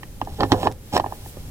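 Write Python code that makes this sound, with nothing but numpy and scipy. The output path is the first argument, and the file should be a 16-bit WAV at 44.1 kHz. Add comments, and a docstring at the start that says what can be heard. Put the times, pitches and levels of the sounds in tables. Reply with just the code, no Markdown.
"""Fuel cap twisted by hand

Outdoors beside a parked car, the microphone close to the filler neck, the plastic cap a little to the
right. The cap knocks on its thread and scrapes along it, its lugs snag and spring free, and the heavier
clunks shake the neck and body panel. Fingers tick on the plastic; hand and sleeve brush past.
Behind it lie a low, uneven rumble, quiet outdoor air and a faint hiss."""
import sys
import numpy as np
from scipy import signal
from scipy.fft import rfft, irfft
from scipy.io import wavfile

SR = 44100
rng = np.random.default_rng(int(sys.argv[2]) if len(sys.argv) > 2 else 0)


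def digitize_waveform(pressure):
    """Quantize a signal to 16-bit integers and store it at the path in sys.argv[1].

    Rows of a 2-D input are taken as channels; values are limited to [-1, 1].
    """
    field = np.atleast_2d(pressure).T
    bounded = np.clip(field, -1, 1)
    quanta = np.round(bounded * 32767).astype(np.int16)
    wavfile.write(sys.argv[1], SR, quanta)


N = 66150
TIME = np.arange(N) / SR

# spectra of the outdoor background: (frequency [Hz], relative level [dB])
RUMBLE_SPECTRUM = [(20, -2), (45, -0.5), (115, -2), (170, -11), (290, -17), (600, -60), (2000, -56)]
AIR_SPECTRUM = [(100, 4), (550, -2), (850, -18), (1300, -15), (2500, -21.5), (16000, -55)]
HISS_SPECTRUM = [(100, 6.5), (1500, -1), (4000, -1), (8000, -1.5), (13000, 0.5), (16000, -6.5)]
# rise and fall of rumble and hiss: (time [s], level [dB])
RUMBLE_CURVE = [(0, -38.5), (.3, -35), (.72, -37.5), (.85, -41.5), (1.32, -40.5), (1.4, -35), (1.5, -34.5)]
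HISS_CURVE = [(.25, -50), (.6, -47.5), (.77, -53.5), (.9, -48), (1.2, -48), (1.35, -47.5)]
# hand and sleeve brushing past: (time of peak [s], level [dB])
BRUSH_SWELLS = [(.505, -49), (.615, -51), (1.15, -50), (1.28, -45)]
# fingers on the plastic: (time [s], level [dB], lower edge [Hz], upper edge [Hz])
FINGER_TICKS = [(0.2495, -37, 2340, 7700), (0.715, -30, 1100, 5800), (0.723, -35, 900, 13400)]
# friction in the thread: (time [s], grinding level [dB], rasp level [dB])
FRICTION_CURVE = [(.19, -58, -74), (.29, -41, -54), (.375, -54.5, -49.5), (.4, -23, -46), (.445, -22, -45),
                  (.485, -48.5, -61), (.53, -14, -40), (.575, -33.5, -49), (.62, -29.5, -40.5),
                  (.66, -23.5, -38.5), (.695, -32, -57), (.77, -61.5, -72.5), (.915, -63, -56),
                  (.932, -21.5, -35.5), (.962, -20.5, -32.5), (1.02, -37, -89), (1.1, -43, -55),
                  (1.3, -55, -58)]
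# resonances of grinding neck, rasping thread and hard plastic: (frequency [Hz], width [Hz], gain [dB])
GRIND_BANDS = [(100.6, 101, -1), (263, 67, 0), (422.5, 46.4, 1.5), (611.3, 32, -0.5), (719, 50, -1.5),
               (806, 54, 0.5), (954, 98, -5.5), (1757, 77, -9.5)]
RASP_BANDS = [(3250, 1400, 11.5), (5590, 110, 13), (6300, 3500, -3)]
PLASTIC_BANDS = [(1753, 175, 7.5), (2590, 450, 1), (3097, 234, 5), (4170, 550, 1), (5720, 480, -2),
                 (7160, 950, -8), (11800, 6600, -12.5)]
# lugs springing free: (time [s], level [dB], favoured pitch [Hz])
LUG_SNAGS = [(0.405, -23.5, 4570), (0.4319, -27.5, 4360), (0.52, -29, 3300), (0.6724, -32, 4050),
             (0.9664, -21.5, 5380)]
# the cap knocking on its thread:
# (time [s], knock level [dB], pitch [Hz], push on the car body [dB], crack level [dB], crack top [Hz])
CAP_KNOCKS = [(0.0315, -30.5, 1030, -32, -22.5, 3570), (0.2145, -11.5, 887, -18.5, -17.5, 3090),
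              (.221, -31, 255, -28, -57, 2520), (0.272, -21.5, 793, -25.5, -55, 2580),
              (.406, -10.5, 970, -5, -11, 5200), (0.4132, -17.5, 418, -30, -44, 4050),
              (0.4325, -9, 1070, -3, -12, 4350), (.519, -3.5, 946, 2.5, 0, 6600),
              (0.5249, -12.5, 351, -16, -5.5, 3030), (0.5389, -16.5, 353, -30, -24, 3700),
              (0.6301, -11, 800, -11, -13.5, 3770), (0.666, -15.5, 930, -37, -32, 2790),
              (0.6705, -3.5, 883, -7, -9, 3500), (0.9659, -1, 852, -13, -8.5, 8060),
              (.977, -6.5, 770, -19.5, -10, 12900), (0.9979, -5, 840, -15, -14.5, 5350),
              (1.0410, -14.5, 880, -20.5, -31, 2200), (1.0613, -16, 816, -19.5, -23, 2740),
              (1.1222, -19, 864, -24, -36, 2960), (1.259, -31.5, 840, -30, -34, 1950),
              (1.3698, -27, 390, -31, -55, 13700)]
# ringing of the cap and its recess: (frequency [Hz], level [dB], t60 [s])
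CAP_RING = [(625, -21.5, 0.053), (794, -13, 0.038), (814.5, -12.5, 0.045), (1206, -18.5, 0.037),
            (1646, -24.5, 0.038)]
# ringing of the filler neck and body panel: (frequency [Hz], level [dB], t60 [s])
BODY_RING = [(104.3, -17, 0.24), (267.5, -22.5, 0.2), (320, -16, 0.096), (374.6, -15.5, 0.07),
             (423.6, -18.5, 0.16), (511.4, -26, 0.26), (739, -10.5, 0.022), (1789.5, -17, 0.045)]

LUG_MODES_HZ, LUG_T60_S, SNAG_FOCUS_DB_PER_OCTAVE = [3170, 4170, 4630, 5380], 0.034, 74
AIR_DB, OUTDOOR_SIDE_DB, HISS_SIDE_DB = -50, -17, 1
ECHO_DB, ECHO_SIDE_DB, ECHO_T60_S, ECHO_DELAY_S = -14, -7.5, 0.039, 0.0029
BRUSH_HALF_LENGTH_S, BRUSH_HZ, BRUSH_WIDTH_HZ = 0.051, 13000, 15000
SLIPS_PER_S, SLIP_SPREAD_DB = 2500, 4
GRIND_BOTTOM_HZ, GRIND_TOP_HZ = 70, 1425
CRACK_DB, CRACK_T60_S, SNAP_DB = -2, 0.016, 9
# a knock lasts about four cycles when its crack reaches 3 kHz; harder contacts are shorter
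KNOCK_CYCLES, KNOCK_TOP_HZ, KNOCK_SHORTENING = 3.83, 2900, 0.63
# as heard from the microphone: right channel over left
CAP_RIGHT_DB, BODY_RIGHT_DB, PLASTIC_RIGHT_DB, LEFT_LAG_S = 3, 4, 7, 0.00014
CUTOFF_HZ = 16300


def from_db(db):
    """Decibels to gain."""
    return 10 ** (np.asarray(db) / 20)


def rms_one(x):
    """Scale to unit rms."""
    return x / np.sqrt(np.mean(x ** 2) + 1e-20)


def in_time(rows):
    """Each column of a curve, sample by sample."""
    times, *columns = np.transpose(rows)
    return [np.interp(TIME, times, column) for column in columns]


def add(out, start, sound):
    """Mix a sound in at a given time."""
    at = int(round(start * SR))
    out[at:at + len(sound)] += sound[:N - at]


def clicks(times, levels_db):
    """Single impulses at the given times and levels."""
    out = np.zeros(N)
    for start, db in zip(times, levels_db):
        add(out, start, from_db([db]))
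    return out


def cut(x, hz, kind, order=2):
    """Low- or high-pass."""
    return signal.sosfilt(signal.butter(order, hz, kind, fs=SR, output="sos"), x)


def resonate(x, hz, width):
    """One resonance with gain 1 at its top."""
    radius = np.exp(-np.pi * width / SR)
    feedback = [1, -2 * radius * np.cos(2 * np.pi * hz / SR), radius ** 2]
    return signal.lfilter(np.array([1, 0, -1]) * (1 - radius ** 2) / 2, feedback, x)


def resonances(x, bands):
    """Parallel resonances of alternating sign."""
    return sum((-1) ** k * from_db(db) * resonate(x, hz, width)
               for k, (hz, width, db) in enumerate(bands))


def ring(x, modes):
    """Every impulse sets the modes ringing as dying sines."""
    response = sum((-1) ** k * from_db(db - 60 * TIME / t60) * np.sin(2 * np.pi * hz * TIME)
                   for k, (hz, db, t60) in enumerate(modes))
    return signal.fftconvolve(x, response)[:N]


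def dying_noise(t60):
    """A burst of noise that falls 60 dB in t60 seconds."""
    return rng.standard_normal(N) * from_db(-60 * TIME / t60)


def mid_side(mid, side, side_db):
    """Mid and side to left and right."""
    return mid + from_db(side_db) * np.array([side, -side])


def stereo_noise(spectrum, side_db):
    """Steady coloured noise in two channels, rms 1."""
    hz, db = np.transpose(spectrum)
    freqs = np.maximum(np.fft.rfftfreq(N, 1 / SR), 1)
    colour = from_db(np.interp(np.log(freqs), np.log(hz), db))
    mid, side = irfft(rfft(rng.standard_normal((2, N))) * colour, N)
    return rms_one(mid_side(mid, side, side_db))


def place(x, right_db):
    """A source right of the microphone is louder in the right channel and later in the left."""
    late = np.pad(x, (round(LEFT_LAG_S * SR), 0))[:N]
    return np.array([from_db(-right_db / 2) * late, from_db(right_db / 2) * x])


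def outdoors():
    """Around the car: uneven rumble and steady air near the centre, and a wide, faint hiss."""
    rumble_db, = in_time(RUMBLE_CURVE)
    hiss_db, = in_time(HISS_CURVE)
    rumble = from_db(rumble_db) * stereo_noise(RUMBLE_SPECTRUM, OUTDOOR_SIDE_DB)
    air = from_db(AIR_DB) * stereo_noise(AIR_SPECTRUM, OUTDOOR_SIDE_DB)
    hiss = from_db(hiss_db) * stereo_noise(HISS_SPECTRUM, HISS_SIDE_DB)
    return rumble + air + hiss


def reflections(x):
    """A brief scatter off the flap, the car's side and the ground, partly different left and right."""
    scatters = [dying_noise(ECHO_T60_S) * (TIME > ECHO_DELAY_S) for _ in range(2)]
    mid, side = [signal.fftconvolve(x, scatter / np.linalg.norm(scatter))[:N] for scatter in scatters]
    return from_db(ECHO_DB) * mid_side(mid, side, ECHO_SIDE_DB)


def sleeve_brushes():
    """Skin and cloth slide near the microphone in airy swells, different in each channel."""
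    swells = sum(from_db(db) * np.exp(-((TIME - peak) / BRUSH_HALF_LENGTH_S) ** 2)
                 for peak, db in BRUSH_SWELLS)
    return swells * rms_one(resonate(rng.standard_normal((2, N)), BRUSH_HZ, BRUSH_WIDTH_HZ))


def finger_ticks():
    """Tiny clicks straight ahead of the microphone, too light to set the cap ringing."""
    out = np.zeros(N)
    for start, db, low_hz, top_hz in FINGER_TICKS:
        burst = dying_noise(t60=0.014)[:SR // 20]
        add(out, start, from_db(db) * cut(cut(burst, low_hz, "high"), top_hz, "low"))
    return out


def slips():
    """Friction as dense, tiny slips of uneven size."""
    sizes = from_db(SLIP_SPREAD_DB * np.minimum(rng.exponential(1, N), 4))
    signs = rng.choice([-1, 1], N)
    return sizes * signs * (rng.random(N) < SLIPS_PER_S / SR)


def thread_scrape():
    """The thread slips as the cap turns: grinding in the neck and a plastic rasp with a thin squeak."""
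    grind_db, rasp_db = in_time(FRICTION_CURVE)
    grind = resonances(slips(), GRIND_BANDS)
    grind = cut(cut(grind, GRIND_TOP_HZ, "low", order=4), GRIND_BOTTOM_HZ, "high")
    rasp = resonances(slips(), RASP_BANDS)
    return place(from_db(grind_db) * rms_one(grind) + from_db(rasp_db) * rms_one(rasp), CAP_RIGHT_DB)


def lug_snags():
    """A stiff lug springs free and rings briefly; where it was caught decides which modes ring most."""
    out = np.zeros(N)
    for start, db, favoured_hz in LUG_SNAGS:
        modes = [(hz, -SNAG_FOCUS_DB_PER_OCTAVE * abs(np.log2(hz / favoured_hz)), LUG_T60_S)
                 for hz in LUG_MODES_HZ]
        out += ring(clicks([start], [db]), modes)
    return place(out, PLASTIC_RIGHT_DB)


def cap_knocks():
    """Each contact knocks hollowly, rings cap and car body, and cracks brighter the harder it is."""
    hollow, cracks = np.zeros(N), np.zeros(N)
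    length = SR // 8
    snap = from_db(SNAP_DB) * signal.unit_impulse(length)
    for start, db, hz, _, crack_db, top_hz in CAP_KNOCKS:
        cycles = KNOCK_CYCLES * (KNOCK_TOP_HZ / top_hz) ** KNOCK_SHORTENING
        elapsed_cycles = hz * TIME[:length]
        envelope = np.sin(np.pi * np.minimum(elapsed_cycles / cycles, 1))
        add(hollow, start, -from_db(db) * envelope * np.sin(2 * np.pi * elapsed_cycles))
        chatter = from_db(CRACK_DB) * dying_noise(CRACK_T60_S)[:length]
        crack = cut(resonances(snap + chatter, PLASTIC_BANDS), top_hz, "low")
        add(cracks, start, from_db(crack_db) * crack)
    times, knock_db, _, push_db, _, _ = np.transpose(CAP_KNOCKS)
    cap = hollow + ring(clicks(times, knock_db), CAP_RING)
    body = ring(clicks(times, push_db), BODY_RING)
    return place(cap, CAP_RIGHT_DB) + place(body, BODY_RIGHT_DB) + place(cracks, PLASTIC_RIGHT_DB)


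def scene():
    """The cap close up and a little to the right, over the outdoor background."""
    close = cap_knocks() + lug_snags() + thread_scrape() + finger_ticks()
    return close + reflections(close[1]) + sleeve_brushes() + outdoors()


def record(dry):
    """After the microphone, the highest peaks are rounded and the top treble is cut steeply."""
    rounded = dry / (1 + dry ** 6) ** (1 / 6)
    return signal.sosfilt(signal.ellip(10, .1, 80, CUTOFF_HZ, fs=SR, output="sos"), rounded)


dry = scene()
out = record(dry)
digitize_waveform(out)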